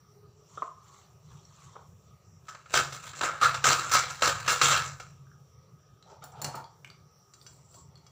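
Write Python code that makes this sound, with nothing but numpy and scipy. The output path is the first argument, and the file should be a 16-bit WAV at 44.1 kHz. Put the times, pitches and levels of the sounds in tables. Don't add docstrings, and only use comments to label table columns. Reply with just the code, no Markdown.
import sys
import numpy as np
from scipy import signal
from scipy.fft import rfft, irfft, next_fast_len
from scipy.io import wavfile

SR = 44100
rng = np.random.default_rng(int(sys.argv[2]) if len(sys.argv) > 2 else 0)


def waveform_to_disk(signal):
    frames = np.transpose(np.atleast_2d(signal))
    scaled = np.clip(frames, -1, 1) * 32767
    samples = np.round(scaled).astype(np.int16)
    wavfile.write(sys.argv[1], SR, samples)


N = 357651
TIME = np.arange(N) / SR


def from_db(db):
    return 10 ** (np.asarray(db) / 20)


def rms_one(x):
    return x / np.sqrt(np.mean(x ** 2) + 1e-20)


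def at_hz(points, hz):
    points = np.array(points)
    return np.interp(np.log(np.maximum(hz, 1)), np.log(points[:, 0]), points[:, 1])


def drift(rate):
    pole = np.exp(-40 * np.pi * rate / SR)
    steps = rng.standard_normal(N // 20 + 2002)
    slow = signal.lfilter([1], [1, -2 * pole, pole * pole], steps)[2000:]
    return np.interp(np.arange(N) / 20, np.arange(len(slow)), rms_one(slow))


def response(colour, modes=(), size=16384):
    hz = np.arange(size // 2 + 1) * SR / size
    db = at_hz(colour, hz)
    for centre, width, lift in modes:
        db = db + lift / (1 + (2 * (hz - centre) / width) ** 2)
    cepstrum = irfft(np.log(from_db(db)))[:size // 2]
    cepstrum[1:] *= 2
    ring = irfft(np.exp(rfft(cepstrum, size)))[:size // 2]
    return ring / np.sqrt(np.sum(ring ** 2))


def through(x, ring):
    return signal.oaconvolve(x, ring)[:len(x)]


def add(track, s, sound):
    start = max(round(s * SR), 0)
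    track[start:start + len(sound)] += sound[:N - start]


def contact(decay_s, hold_s=0., size=8192):
    t = np.arange(size) / SR
    shape = np.exp(-np.maximum(t - hold_s, 0) / decay_s)
    burst = rms_one(rng.standard_normal(size) * shape)
    return burst * np.sqrt(np.mean(shape ** 2))


def grains(per_s, spread_db):
    sizes = from_db(spread_db * np.minimum(rng.exponential(1, N), 4)) * rng.choice([-1, 1], N)
    happens = rng.random(N) < per_s / SR
    return rms_one(sizes * happens / np.sqrt(per_s))


def roam(force, roam_db, roam_rate):
    size = next_fast_len(N)
    spectrum, hz = rfft(force, size), np.arange(size // 2 + 1) * SR / size
    edges = [0, *np.geomspace(420, 8000, 13), SR]
    total = np.zeros(N)
    for low, high in zip(edges, edges[1:]):
        band = irfft(spectrum * (hz >= low) * (hz < high), size)[:N]
        total += band * from_db(roam_db * drift(roam_rate))
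    return total


def tone(force, treble_db, bass_db=0., treble_hz=2400, bass_hz=800):
    body = signal.sosfilt(signal.butter(1, treble_hz, fs=SR, output="sos"), force)
    bass = signal.sosfilt(signal.butter(1, bass_hz, fs=SR, output="sos"), force)
    top, bottom = from_db(treble_db), from_db(bass_db)
    shaped = body + top * (force - body) + (bottom - 1) * bass
    return shaped / np.sqrt(.5 + 0.28 * top ** 2 + 0.24 * bottom ** 2)


def push(s, length, attack_s, fall_db_per_s):
    rise = np.clip((TIME - s) / attack_s, 0, 1)
    fall_db = np.minimum(fall_db_per_s * np.maximum(TIME - s - length, 0), 200)
    return rise * from_db(-fall_db)


SWELL_EDGE_DB = -10.5


def swells(rows):
    total = np.zeros(N)
    for middle, length, db in rows:
        distance = np.minimum((2 * (TIME - middle) / length) ** 2, 20)
        total += from_db(db + SWELL_EDGE_DB * distance)
    return total


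# (f/Hz, time/s)
KITCHEN_DECAY = [(100, 0.25), (260, 0.29), (700, 0.48), (1840, 0.33), (4850, 0.29), (14000, .22)]


def kitchen(x, wet_db, size=26000):
    t, hz = np.arange(size) / SR, np.arange(size // 2 + 1) * SR / size
    noise, tail = rfft(rng.standard_normal(size)), np.zeros(size)
    edges = np.geomspace(40, 20480, 10)
    for low, high in zip(edges, edges[1:]):
        band = irfft(noise * (hz >= low) * (hz < high), size)
        tail += band * .001 ** (t / at_hz(KITCHEN_DECAY, np.sqrt(low * high)))
    tail = tail * np.clip(t / 0.0077 - .5, 0, 1)
    return x + from_db(wet_db) * through(x, tail / np.sqrt(np.sum(tail ** 2)))


# (middle t/s, length/s, relative level/dB)
RUMBLE_SURGES = [(.28, .12, -58), (1.32, 0.16, -51.5), (1.68, 0.056, -55), (1.93, 0.079, -48),
                 (2.1, 0.17, -53.5), (5.75, 0.082, -52.5), (5.93, 0.079, -52), (6.5, 0.36, -51)]
# (f/Hz, relative level per Hz/dB)
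AIR_COLOUR = [(20, -32.5), (45, -17.5), (80, -0.5), (150, 2.5), (260, -22), (420, -16), (600, -19.5),
              (1200, -26), (1600, -30.5), (2400, -32.5), (5000, -35), (7400, -31), (8400, -43),
              (16000, -48)]
# (f/Hz, width/Hz, lift/dB)
AIR_MODES = [(141, 80, 3), (394, 35, 6.6), (1140, 60, 6.3), (1257, 87, 15), (5690, 660, 13.2)]
HISS_DB = -57
RUMBLE_DB, RUMBLE_WAVER_DB, RUMBLE_WAVER_PER_S = -60, 3, 4.3


def room_tone(rumble_hz=260, waver_db=2.64):
    air = through(rng.standard_normal(N), response(AIR_COLOUR, AIR_MODES))
    low_pass = signal.butter(3, rumble_hz, fs=SR, output="sos")
    rumble = signal.sosfiltfilt(low_pass, air)
    steady = from_db(RUMBLE_DB + RUMBLE_WAVER_DB * drift(RUMBLE_WAVER_PER_S))
    surge = np.hypot(steady, swells(RUMBLE_SURGES))
    hiss = roam(air - rumble, roam_db=waver_db, roam_rate=4)
    return surge * rumble + from_db(HISS_DB) * hiss


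# (middle t/s, length/s, level/dB)
HUM_SWELLS = [(.28, .42, -62.5)]
# (f/Hz, width/Hz, lift/dB)
HUM_RESONANCE = [(418, 66, 19)]


def hum():
    ring = response([(100, -30), (420, 0), (1500, -40), (16000, -90)], HUM_RESONANCE)
    return swells(HUM_SWELLS) * through(rng.standard_normal(N), ring)


def light_friction():
    return rms_one(roam(grains(5000, spread_db=3.5), roam_db=4.0, roam_rate=22))


# (middle t/s, length/s, level/dB)
PAD_RUBS = [(.59, 0.22, -59.5), (.94, 0.29, -59.5), (1.33, 0.18, -62), (1.64, 0.32, -59.5)]
# (f/Hz, relative level per Hz/dB)
PAD_RUB_COLOUR = [(400, -17), (1100, 16), (1600, -0.5), (2400, -2.5), (3200, 2.5), (4300, 1.5),
                  (5100, -3.5), (6100, 5), (7300, 6), (8700, -13.5), (10000, -20), (16000, -42)]


def soft_rubs(friction):
    return swells(PAD_RUBS) * through(friction, response(PAD_RUB_COLOUR))


# (t/s, relative level/dB, main f/Hz, build-up/s)
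VESSEL_KNOCKS = [(0.574, -27.5, 1180, 0.00094), (0.620, -20, 1107, .001), (1.752, -27, 870, .014),
                 (1.785, -37, 885, .008), (6.230, -43, 900, .004), (6.390, -35, 680, .009),
                 (6.541, -24, 930, 0.0041), (6.598, -35.5, 837, 0.00335), (7.745, -47, 619, 0.0029)]
# (f/Hz, relative level per Hz/dB)
VESSEL_COLOUR = [(100, -52), (280, -14), (480, -6.5), (750, -12.5), (1300, -1.5), (1550, -17), (2500, -27),
                 (3500, -45), (6000, -60), (16000, -72)]


def knocks(knock_db=-6.5, width_hz=300, lift_db=10, bump_db=14):
    out = np.zeros(N)
    for s, db, hz, build_s in VESSEL_KNOCKS:
        force = contact(decay_s=0.0077, hold_s=0.0016)
        force = force * (1 - np.exp(-TIME[:len(force)] / build_s))
        add(force, min(build_s, .05), from_db([bump_db]))
        ring = response(VESSEL_COLOUR, [(hz, width_hz, lift_db)])
        add(out, s, from_db(db + knock_db) * through(force, ring))
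    return out


# (t/s, relative level/dB, f/Hz)
SINK_TICKS = [(1.4514, -60.5, 5600), (5.268, -64, 1658), (5.3146, -61.5, 1658), (6.0258, -59.5, 4024),
              (6.319, -56.5, 7540), (6.642, -55.5, 4440), (6.8464, -46.5, 2920), (6.875, -58, 2850),
              (6.901, -52, 4500), (7.414, -60, 4660), (7.9553, -60, 4350)]
# (f/Hz, relative level per Hz/dB)
SMALL_COLOUR = [(300, -40), (1200, 10.5), (3000, -5.5), (7500, 4), (9000, -12.5), (16000, -26)]


def ticks(tick_db=9.5, width_hz=700, lift_db=23, lower_ratio=0.766, lower_db=19):
    out = np.zeros(N)
    for s, db, hz in SINK_TICKS:
        modes = [(hz, width_hz, lift_db), (hz * lower_ratio, width_hz / 2, lower_db)]
        ring = response(SMALL_COLOUR, modes, size=4096)
        add(out, s, from_db(db + tick_db) * through(contact(decay_s=0.0031), ring))
    return out


PRESS_S, RELEASE_DB_PER_S = 0.0077, 298.5
RUN_OUT_DB = -9.5
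APPROACH_DB, APPROACH_DB_PER_S = -15, 423


def stroke(s, length, run_out_db_per_s):
    graze = from_db(APPROACH_DB - APPROACH_DB_PER_S * np.minimum(np.abs(TIME - s), .5))
    firm = push(s, length, PRESS_S, RELEASE_DB_PER_S)
    run_out = from_db(RUN_OUT_DB) * push(s, length, PRESS_S, run_out_db_per_s)
    return np.maximum(firm, np.maximum(graze, run_out))


# (start t/s, push length/s, rubbing level/dB,
# treble share/dB, bass share/dB, run-out fall/dB per s, landing level/dB, boom level/dB)
PAD_STROKES = [ (2.483, 0.011, -41, -4.5, -21, 91.5, -32, -60),
               (2.739, 0.038, -19, 5, -1.5, 137, -7.5, -43),
               (2.924, 0.019, -36.5, 5.5, -6, 127, -28.5, -60),
               (3.021, 0.077, -45.5, 13.5, 3, 61.5, -54, -54), (3.148, 0.094, -42, 11, 0, 80, -53.5, -57),
               (3.21, 0.05, -25, -11, -11.5, 72.5, -14, -49),
               (3.413, 0.047, -20.5, -11.5, -21, 90, -15, -40.5),
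               (3.544, 0.006, -30.5, -6, -15.5, 170, -17, -49),
               (3.641, 0.085, -20.5, -2.5, -10.5, 48, -7.5, -43.5),
               (3.883, .030, -36, 0, -10.5, 80, -55, -49), (3.914, 0.057, -19, -3.5, -17, 77.5, -16, -44),
               (4.221, 0.059, -21.5, -4.5, -13.5, 80.5, -6.5, -39),
               (4.478, 0.043, -20.5, -1, -15, 90, -10.5, -44.5),
               (4.614, 0.14, -19.5, -3.5, -17, 114.5, -5, -38.5),
               (4.999, 0.013, -43, -1.5, -8.5, 111.5, -29.5, -47), ]
# (t/s, relative level/dB, relative treble share/dB)
PAD_SNAGS = [(2.548, -30.5, -32), (2.658, -38, -26), (2.728, -35, 3.5), (3.133, -28.5, -28),
             (3.233, -13.5, -18.5), (3.446, -19.5, -15.5), (3.511, -21, -32), (3.676, -9.5, -23),
             (3.949, -6.5, -11.5), (4.246, -15, -5), (4.4, -27.5, -6.5), (4.462, -22, -14),
             (4.645, -13.5, 8)]
# (f/Hz, relative level per Hz/dB)
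SCRUB_COLOUR = [(60, -21.5), (250, -15), (500, -9.5), (850, -7.5), (1200, -1), (1700, -3), (2000, -9),
                (4000, -12), (6500, -10), (7400, -5.5), (8500, -21), (11000, -32), (13500, -39),
                (16000, -31)]
# (f/Hz, width/Hz, lift/dB)
TRAY_RESONANCES = [(493, 9.1, 5), (538, 52, 5), (623, 38, 3), (731, 39, 3), (1160, 40, 0.5),
                   (1284.6, 114, 12), (1370, 43, 5.5), (1340, 28, -3), (1527, 25, 5), (1553, 56, 2.5),
                   (1666, 30, 4.5), (1810, 27, 2), (2162, 42, 9), (2310, 67, 3.5), (2580, 100, 3),
                   (2738, 130, 6), (3770, 76, 0.5), (4030, 540, 6.5), (4550, 50, 2.5), (4880, 100, 4.5),
                   (4980, 120, -6), (5060, 60, 1.5), (5300, 50, 3.5), (5700, 22, 2), (6040, 70, 4.5),
                   (6400, 140, 5), (6960, 120, 4)]
LANDING_TREBLE_DB = -9.5
LANDING_BASS_DB = 10


def scrubbing(rasp_db=-1.5, landing_db=-9, snag_db=-10.5, treble_db=6.0, bass_db=14.5,
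              snag_bass_db=-2.5, light_per_s=1200, firm_per_s=8000, chatter_db=2.5):
    start, length, level, treble, bass, run_out, landing, _ = np.transpose(PAD_STROKES)
    each = np.array([from_db(db) * stroke(s, hold, fall)
                     for s, hold, db, fall in zip(start, length, level, run_out)])
    pressure, current = each.max(axis=0), each.argmax(axis=0)
    slips = grains(light_per_s + firm_per_s * pressure / pressure.max(), spread_db=0.5)
    slips = roam(slips, roam_db=2.5, roam_rate=9.4)
    slips = rms_one(slips * from_db(chatter_db * drift(130)))
    rasp = tone(slips, treble[current] + treble_db, bass[current] + bass_db)
    force = from_db(rasp_db) * pressure * rasp
    for s, db, bright, deep in zip(start, landing, treble + LANDING_TREBLE_DB, bass + LANDING_BASS_DB):
        hit = tone(contact(decay_s=0.0036, hold_s=0.005), bright + treble_db, deep)
        add(force, s, from_db(db + landing_db) * hit)
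    for s, db, bright in PAD_SNAGS:
        snag = tone(contact(decay_s=0.006, hold_s=0.0044), bright + treble_db, snag_bass_db)
        add(force, s, from_db(db + snag_db) * snag)
    return through(force, response(SCRUB_COLOUR, TRAY_RESONANCES))


# (f/Hz, relative level per Hz/dB)
TRAY_BOOM_COLOUR = [(25, -19), (50, -5), (90, 6.5), (150, 9.5), (220, -16.5), (400, -48.5)]
# (f/Hz, width/Hz, lift/dB)
TRAY_BOOM_MODES = [(136.8, 7.8, 13)]
FLEX_S, FLEX_DB_PER_S = 0.019, 36


def tray_boom(boom_db=-1.5):
    flexes = [from_db(db) * push(s, length, FLEX_S, FLEX_DB_PER_S)
              for s, length, *_, db in PAD_STROKES]
    flex = np.max(flexes, axis=0)
    boom = through(rng.standard_normal(N), response(TRAY_BOOM_COLOUR, TRAY_BOOM_MODES))
    return from_db(boom_db) * flex * boom


# (middle t/s, length/s, relative level/dB)
HAND_SLIDES = [(6.11, 0.087, -49), (6.235, 0.033, -42.5), (6.44, 0.23, -44), (6.575, 0.057, -41.5),
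               (7.92, 0.11, -66), (8.05, 0.11, -67)]
# (f/Hz, relative level per Hz/dB)
HAND_SLIDE_COLOUR = [(150, -41), (450, -3), (650, 0.5), (900, 8), (1050, -9.5), (1280, 2.5), (1700, -16.5),
                     (3000, -19.5), (7000, -21), (9000, -38), (16000, -57)]


def slides(friction, slide_db=-2.5):
    return from_db(slide_db) * swells(HAND_SLIDES) * through(friction, response(HAND_SLIDE_COLOUR))


# (t/s, relative level/dB, relative thud level/dB, treble share/dB)
UTENSIL_STRIKES = [(6.2402, -39.5, -52, 23), (6.4169, -29, -37.5, 7), (6.445, -19.5, -33.5, -18),
                   (6.554, -37.5, -42, 7)]
# (f/Hz, relative level per Hz/dB)
UTENSIL_COLOUR = [(500, -14), (1500, -8), (3000, -8.5), (7000, 5), (9000, -1), (13000, -11), (16000, -7)]
# (f/Hz, width/Hz, lift/dB)
UTENSIL_RESONANCES = [(2840, 170, 17), (4100, 130, 10), (4400, 220, 21), (5090, 78, 6.5), (5400, 120, 6.5),
                      (5670, 93, 9.1), (6260, 54, 7.8), (6900, 70, 10), (7130, 130, 14)]
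# (f/Hz, relative level per Hz/dB)
LANDING_THUD_COLOUR = [(50, -42), (140, 13), (280, -1), (900, -0.5), (1300, -2), (2000, -8), (6000, -32)]


def clatter(strike_db=10, rattle_db=-8, thud_db=-3.0, edge_hz=7000):
    sharp, blunt = np.zeros((2, N))
    for s, db, thud, treble in UTENSIL_STRIKES:
        strike = from_db(rattle_db) * contact(decay_s=0.0037, hold_s=0.0034)
        strike[0] += from_db(strike_db)
        add(sharp, s, from_db(db) * tone(strike, treble, treble_hz=edge_hz))
        add(blunt, s, from_db(thud + thud_db) * contact(decay_s=0.022))
    ringing = through(sharp, response(UTENSIL_COLOUR, UTENSIL_RESONANCES))
    return ringing + through(blunt, response(LANDING_THUD_COLOUR))


# (t/s, relative level/dB)
CUP_TOUCHES = [(7.337, -39.5), (7.4645, -36.5), (7.7427, -46), (7.9752, -52), (8.0653, -43)]
# (f/Hz, width/Hz, lift/dB)
CUP_RESONANCES = [(2270, 80, 18.5), (2840, 170, 17.5), (3320, 110, 20), (3933, 140, 16.5), (4540, 240, 21),
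                  (5150, 160, 17), (5580, 150, 15), (6010, 170, 24), (6930, 160, 16), (7350, 140, 20),
                  (8600, 89, 18)]


def clinks(clink_db=-4.0):
    force = np.zeros(N)
    for s, db in CUP_TOUCHES:
        add(force, s, from_db(db + clink_db) * contact(decay_s=0.0038))
    return through(force, response(SMALL_COLOUR, CUP_RESONANCES))


# (middle t/s, length/s, relative level/dB)
SLEEVE_BRUSHES = [(7.52, 0.29, -61.5), (7.76, 0.13, -54.5)]
# (f/Hz, relative level per Hz/dB)
CLOTH_COLOUR = [(300, -1.5), (700, -3.5), (1200, 0), (2000, -26), (5000, -9.5), (6500, -9), (7400, 5),
                (8800, -12), (12000, -28), (16000, -21)]


def sleeve(friction, sleeve_db=-2.5):
    return from_db(sleeve_db) * swells(SLEEVE_BRUSHES) * through(friction, response(CLOTH_COLOUR))


def scene():
    background = room_tone() + hum()
    friction = light_friction()
    rustles = soft_rubs(friction) + slides(friction) + sleeve(friction)
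    tray = kitchen(scrubbing(), wet_db=-10.0) + tray_boom()
    vessels = kitchen(knocks(), wet_db=-9.5)
    small_sounds = kitchen(ticks() + clatter() + clinks() + rustles, wet_db=-5.5)
    return np.tile(background + tray + vessels + small_sounds, (2, 1))


# (f/Hz, width/Hz, lift/dB)
PORT_MODES = [(6630, 210, -9.5), (15100, 3500, 11)]
PEAK_LIMIT = .46
CUTOFF_HZ = 15520


def record(dry):
    port = response([(20, 0), (20000, 0)], PORT_MODES, size=512)
    heard = np.array([through(channel, port / port.sum()) for channel in dry])
    rounded = heard / (1 + (heard / PEAK_LIMIT) ** 4) ** (1 / 4)
    top_cut = signal.ellip(12, .1, 80, CUTOFF_HZ, fs=SR, output="sos")
    return signal.sosfilt(top_cut, rounded)


dry = scene()
out = record(dry)
waveform_to_disk(out)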